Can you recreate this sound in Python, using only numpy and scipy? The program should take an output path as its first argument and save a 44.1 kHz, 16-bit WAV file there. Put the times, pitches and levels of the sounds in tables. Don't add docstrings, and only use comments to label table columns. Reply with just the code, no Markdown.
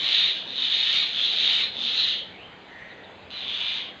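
import sys
import numpy as np
from scipy import signal
from scipy.io import wavfile
from scipy.ndimage import uniform_filter1d

SR = 44100
rng = np.random.default_rng(int(sys.argv[2]) if len(sys.argv) > 2 else 0)


def int16_out(signal):
    q = np.round(np.clip(np.atleast_2d(signal).T, -1, 1) * 32767)
    wavfile.write(sys.argv[1], SR, q.astype(np.int16))


N = 176400
T = np.arange(N) / SR
LEAD = SR // 4

# time in seconds, relative level in dB, beak resonance in Hz.
FIRST_BIRD_CALLS = [
    [(.02, -25.5, 3600), (.18, -29.5, 3800), (.3, -35, 3460), (.38, -34, 3450), (.43, -46.5, 3270)],
    [(.455, -32.5, 3650), (.55, -26.5, 3630), (.72, -28, 3500), (.82, -27, 3600), (.9, -24.5, 3530)],
    [(1.075, -31, 3700), (1.16, -20.5, 3470), (1.27, -29, 3700), (1.42, -24, 3670), (1.5, -31.5, 3460)],
    [(1.725, -33.5, 3640), (1.82, -22, 3500), (1.9, -27.5, 3700), (1.99, -23.5, 3900), (2.12, -29, 3430),
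     (2.2, -44, 3200)],
]
SECOND_BIRD_CALLS = [
    [(-.17, -31, 3880), (0, -29, 3600), (.07, -24.5, 3600), (.15, -24.5, 3600), (.285, -25.5, 3700),
     (.3, -40, 3500)],
    [(.7, -23, 3700), (.85, -29, 3600), (.95, -22.5, 3620), (1.04, -31, 3570), (1.075, -28.5, 3400)],
    [(1.32, -35, 3700), (1.45, -23, 3600), (1.57, -24, 3600), (1.64, -29.5, 3700), (1.655, -41.5, 3400)],
]
THIRD_BIRD_CALLS = [
    [(3.305, -27, 3880), (3.33, -32, 4180), (3.365, -29.5, 3920), (3.405, -30, 3510), (3.44, -34, 3370),
     (3.57, -30.5, 3530), (3.7, -29.5, 3700), (3.79, -33, 3430), (3.87, -47.5, 3100)],
]
# frequency in Hz, then the first, second and third bird's gain in dB.
VOICE_COLOURS = [(487, -57.5, -33.5, -40.5), (950, -31.5, -28.5, -22), (1560, -25, -21.5, -21),
                 (1770, -19.5, -17.5, -14), (2490, -15, -12, -10), (2980, -9.5, -11, -7.5),
                 (3680, -9, -11, -8), (4090, -9, -9.5, -11.5), (4620, -19.5, -22.5, -20.5),
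                 (5530, -31, -28.5, -31), (6270, -27, -31, -28), (7000, -35, -34, -36),
                 (7820, -49, -47, -50.5), (8600, -55, -45.5, -50), (9030, -46.5, -62, -56.5),
                 (10000, -64, -63.5, -65), (10600, -60.5, -56.5, -64), (11700, -56.5, -57.5, -59),
                 (12500, -68.5, -68, -68), (15500, -84, -64, -80)]
CLICK_RATES_HZ = (137.25, 144.5, 136.6)
# time in seconds, pitch in Hz, level in dB.
WHISTLE_GLIDE = [(2.318, 2167, -56), (2.361, 2456, -55), (2.41, 2930, -51.5), (2.449, 3175, -50),
                 (2.48, 3150, -59), (2.53, 3160, -63), (2.64, 3256, -72)]
# time in seconds, pitch in Hz, level in dB.
CHURR_GLIDE = [(2.68, 1870, -63), (2.74, 1850, -55), (2.86, 1910, -52), (2.92, 1920, -60.5),
               (2.97, 1840, -60), (3.07, 1860, -69)]
# centre in seconds, pitch in Hz, level in dB, half length in seconds,
# resonance width in Hz.
FAR_CHIRPS = [(.03, 1090, -53, .035, 60), (.262, 1170, -53, .015, 200), (.368, 1620, -44, .012, 100),
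              (1.028, 1200, -47, .015, 120), (1.635, 1150, -44, .014, 100), (2.92, 3780, -51, .016, 400),
              (3.047, 3750, -52, .014, 400), (3.115, 6480, -69, .035, 80), (3.23, 3900, -57, .02, 700)]
# frequency in Hz, gain in dB.
FAR_AIR_COLOUR = [(1000, 0), (4300, 0), (5200, -8), (7000, -8), (8200, -35)]
# frequency in Hz, relative level in dB per Hz.
TOWN_SPECTRUM = [(20, -41.5), (35, -27.5), (55, -17.5), (85, -8), (150, -9), (250, -5.5), (420, -5),
                 (800, -5.5), (1100, -11), (2000, -10), (3700, -14.5), (4400, -22.5), (5000, -31.5),
                 (5600, -43), (6300, -35.5), (7700, -41), (8200, -58.5), (15500, -62)]
# centre in seconds, pitch in Hz, level in dB, half length in seconds.
TOWN_MOANS = [(0.608, 251, -57.5, 0.23), (1.84, 232, -53, 0.14), (3.25, 88.6, -60.5, 0.27)]
# time in seconds, gain in dB.
BASS_GAIN = [(0, 0), (.04, 5), (.068, -10), (.1, 2), (.138, -8), (.17, 0), (.29, 4.5), (.33, -21), (.37, 3),
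             (.75, 1), (4, 1.5)]
# frequency in Hz, gain in dB.
SHELTER_RINGS = [(2233, 0.5), (2397, 0), (2952, -2.5), (3045, -2.5), (3268, -1.5), (3310, -2), (3467, -11),
                 (3715, -0.5), (3987, -5)]

EVEN_S = .17
ROUGH_START, ROUGH_FULL = .08, .7
JITTER_START, JITTER_FULL = .02, .22
PUFF_START, PUFF_FULL = .15, .3
SIZE_SPREAD_DB = 2.5
BEAK_FULL_WIDTH_HZ, BEAK_DB = 504, 4.5
PUFF_DB = -3
BIRDS_DB = -10.5
ECHO_DB, ECHO_T60_S, ECHO_GAP_S = 3, .3, .0072
LATE_DB, LATE_T60_S = -11.5, .99
TREBLE_HZ, TREBLE_T60_S = 4860, .36
SHELTER_WIDTH_HZ = 16
WHISTLE_BUZZ_HZ, WHISTLE_BUZZ_DEPTH = 165, .5
WHISTLE_WAVER = .004
CHURR_HZ, CHURR_WIDTH_HZ = 80, 260
CHURR_TOP_HZ, CHURR_TOP_WIDTH_HZ, CHURR_TOP_DB = 6050, 1100, -19
CHIRP_FALL_MOST_PER_S = 1.2
INSECT_HZ, INSECT_WIDTH_HZ, INSECT_DB = 7550, 160, -89
THROBS_PER_S, THROB_PEAK_S = 11.5, 2.935
TOWN_DB, BASS_TOP_HZ, MOAN_WIDTH_HZ = -46.5, 280, 35
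DRONE_HZ, DRONE_WANDER_HZ, DRONE_DB = 190.6, 4, -62.5
BAND_LIMIT_HZ = 15500


def scold(rows, click_hz):
    s, db, hz = np.transpose(rows)
    first, last = round(s[0] * SR), round(s[-1] * SR)
    t = np.arange(first, last) / SR
    grown = np.minimum((t - s[0]) / EVEN_S, 1) ** 2
    rough = ROUGH_START + (ROUGH_FULL - ROUGH_START) * grown

    jitter = JITTER_START + (JITTER_FULL - JITTER_START) * grown
    wobble = evened(uniform_filter1d(rng.standard_normal(len(t)), size=300))
    turns = np.cumsum(click_hz * np.exp(jitter * wobble)) / SR

    sizes = gain_of(SIZE_SPREAD_DB * grown * rng.standard_normal(len(t))[turns.astype(int)])
    puff_length = PUFF_START + (PUFF_FULL - PUFF_START) * grown
    puff_shape = evened(np.exp(-(turns % 1) / puff_length))
    puffs = puff_shape * sizes * rng.standard_normal(len(t))
    pulses = evened(clicks(turns, 0)) * sizes

    drive = np.sqrt(1 - rough) * pulses + np.sqrt(rough) * puffs
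    beak = resonate(drive, np.interp(t, s, hz), BEAK_FULL_WIDTH_HZ * (.5 + .5 * grown))
    voice = puffs * gain_of(PUFF_DB * (2 - grown)) + gain_of(BEAK_DB) * beak
    out = np.zeros(N + LEAD)
    out[first + LEAD:last + LEAD] = voice * gain_of(np.interp(t, s, db))
    return out


def mynas():
    hz, *colours = np.transpose(VOICE_COLOURS)
    birds = (FIRST_BIRD_CALLS, SECOND_BIRD_CALLS, THIRD_BIRD_CALLS)
    out = np.zeros(N)
    for calls, click_hz, db in zip(birds, CLICK_RATES_HZ, colours):
        energy_gain = np.linalg.norm(coloured(np.eye(1, 4096)[0], hz, db))
        voice = coloured(sum(scold(rows, click_hz) for rows in calls), hz, db)
        out += surroundings(voice / energy_gain * gain_of(BIRDS_DB))[LEAD:]
    return out


def surroundings(x):
    t = np.arange(SR) / SR
    taps = np.zeros(SR)
    slots = np.arange(0, SR - 20, 20)
    places = slots + rng.integers(0, 20, SR // 20 - 1)
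    taps[places] = rng.choice([-1., 1.], SR // 20 - 1)
    taps *= np.clip(t / ECHO_GAP_S - 1, 0, 1)

    treble_filter = signal.firwin(101, TREBLE_HZ, pass_zero=False, fs=SR)
    treble = signal.oaconvolve(taps, treble_filter, "same")
    dulled = taps - treble * (1 - gain_of(-60 * t / TREBLE_T60_S))
    near = dulled * gain_of(-60 * t / ECHO_T60_S)
    late = taps * gain_of(-60 * t / LATE_T60_S)
    tail = gain_of(ECHO_DB) * near / np.linalg.norm(near)
    tail += gain_of(LATE_DB) * late / np.linalg.norm(late)
    return x + signal.fftconvolve(x, tail)[:len(x)]


def shelter(x):
    return x + sum(gain_of(db) * resonate(x, hz, SHELTER_WIDTH_HZ) for hz, db in SHELTER_RINGS)


def far_whistle():
    s, hz, db = np.transpose(WHISTLE_GLIDE)
    waver = 1 + WHISTLE_WAVER * evened(uniform_filter1d(rng.standard_normal(N), size=150))
    tone = np.sin(2 * np.pi * np.cumsum(np.interp(T, s, hz) * waver) / SR)
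    buzz = 1 + WHISTLE_BUZZ_DEPTH * np.sin(2 * np.pi * WHISTLE_BUZZ_HZ * T) * (T < s[3])
    return tone * gain_of(np.interp(T, s, db, -120, -120)) * buzz


def far_churr():
    s, hz, db = np.transpose(CHURR_GLIDE)
    rate = CHURR_HZ * np.exp(.34 * evened(uniform_filter1d(rng.standard_normal(N), size=500)))
    pitch = np.interp(T, s, hz)
    train = clicks(np.cumsum(rate) / SR, 2.7)
    rattle = evened(resonate(resonate(train, pitch, CHURR_WIDTH_HZ), pitch, 2 * CHURR_WIDTH_HZ))
    top = train
    for _ in range(4):
        top = evened(resonate(top, CHURR_TOP_HZ, CHURR_TOP_WIDTH_HZ))
    return (rattle + gain_of(CHURR_TOP_DB) * top) * gain_of(np.interp(T, s, db, -120, -120))


def far_chirps():
    out, air = np.zeros(N), rng.standard_normal(N)
    for s, hz, db, half_s, width_hz in FAR_CHIRPS:
        at = slice(max(round((s - 3 * half_s) * SR), 0), round((s + 3 * half_s) * SR))
        fall_per_s = CHIRP_FALL_MOST_PER_S * min(width_hz / 450, 1)
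        pitch = hz * (1 - fall_per_s * (T[at] - s))
        note = resonate(resonate(air[at], pitch, width_hz), pitch, width_hz)
        out[at] += evened(note) * gain_of(db) * np.exp(-((T[at] - s) / half_s) ** 2)
    return out


def far_birds():
    out = surroundings(far_whistle() + far_churr()) + far_chirps()
    return coloured(out, *np.transpose(FAR_AIR_COLOUR))


def insect():
    buzz = rng.standard_normal(N)
    for _ in range(2):
        buzz = resonate(buzz, INSECT_HZ, INSECT_WIDTH_HZ)
    throb = np.cos(np.pi * THROBS_PER_S * (T - THROB_PEAK_S)) ** 4
    return gain_of(INSECT_DB) * evened(buzz) * throb


def town_wash():
    frames, hz = N // 512 + 5, np.fft.rfftfreq(2048, 1 / SR)
    real, imaginary, patches = rng.standard_normal((frames, 1025, 3)).T
    patches = uniform_filter1d(patches, size=10, axis=0)
    patches = evened(uniform_filter1d(patches, size=10, axis=1))
    f, db = np.transpose(TOWN_SPECTRUM)
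    colour_db = np.interp(np.log(hz + 1), np.log(f), db)[:, None]
    spectrum = (real + 1j * imaginary) * gain_of(colour_db + 1.9 * patches)
    return evened(signal.istft(spectrum, nperseg=2048, noverlap=1536)[1][:N])


def town():
    wander = evened(uniform_filter1d(rng.standard_normal(N), size=4000))
    drone = np.sin(2 * np.pi * np.cumsum(DRONE_HZ + DRONE_WANDER_HZ * wander) / SR)
    hum = gain_of(TOWN_DB) * town_wash() + gain_of(DRONE_DB) * evened(drone)
    for s, hz, db, half_s in TOWN_MOANS:
        moan = resonate(resonate(rng.standard_normal(N), hz, MOAN_WIDTH_HZ), hz, MOAN_WIDTH_HZ)
        hum += gain_of(db) * evened(moan) * np.exp(-((T - s) / half_s) ** 2)
    bass = signal.oaconvolve(hum, signal.firwin(801, BASS_TOP_HZ, fs=SR), "same")
    return hum + bass * (gain_of(np.interp(T, *np.transpose(BASS_GAIN))) - 1)


def clicks(turns, size_db):
    starts = np.diff(np.floor(turns), prepend=-1) > 0
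    return starts * gain_of(size_db * rng.standard_normal(len(turns)))


def resonate(x, hz, width_hz):
    if np.ndim(width_hz):
        narrow, wide = width_hz.min(), width_hz.max()
        share = (width_hz - narrow) / np.ptp(width_hz)
        return (1 - share) * resonate(x, hz, narrow) + share * resonate(x, hz, wide)
    turn = np.exp(2j * np.pi * np.cumsum(hz * np.ones(len(x))) / SR)
    r = np.exp(-np.pi * width_hz / SR)
    return 2 * (turn * signal.lfilter([1 - r], [1, -r], x / turn + 1e-18)).real


def coloured(x, hz, db):
    f = abs(np.fft.fftfreq(8192, 1 / SR))
    log_gain = np.interp(np.log(f + 1), np.log(hz), db) * np.log(10) / 20
    response = np.exp(np.conj(signal.hilbert(log_gain)))
    taps = np.fft.ifft(response).real[:2048]
    return signal.oaconvolve(x, taps)[:len(x)]


def gain_of(db):
    return 10 ** (np.asarray(db) / 20)


def evened(x):
    return x / np.sqrt(np.mean(x ** 2) + 1e-20)


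def scene():
    return (shelter(mynas()) + far_birds() + insect() + town())[None]


def record(dry):
    low_pass = signal.firwin(511, BAND_LIMIT_HZ, window=("kaiser", 9), fs=SR)
    return signal.oaconvolve(dry, low_pass[None], "same")


dry = scene()
out = record(dry)
int16_out(out)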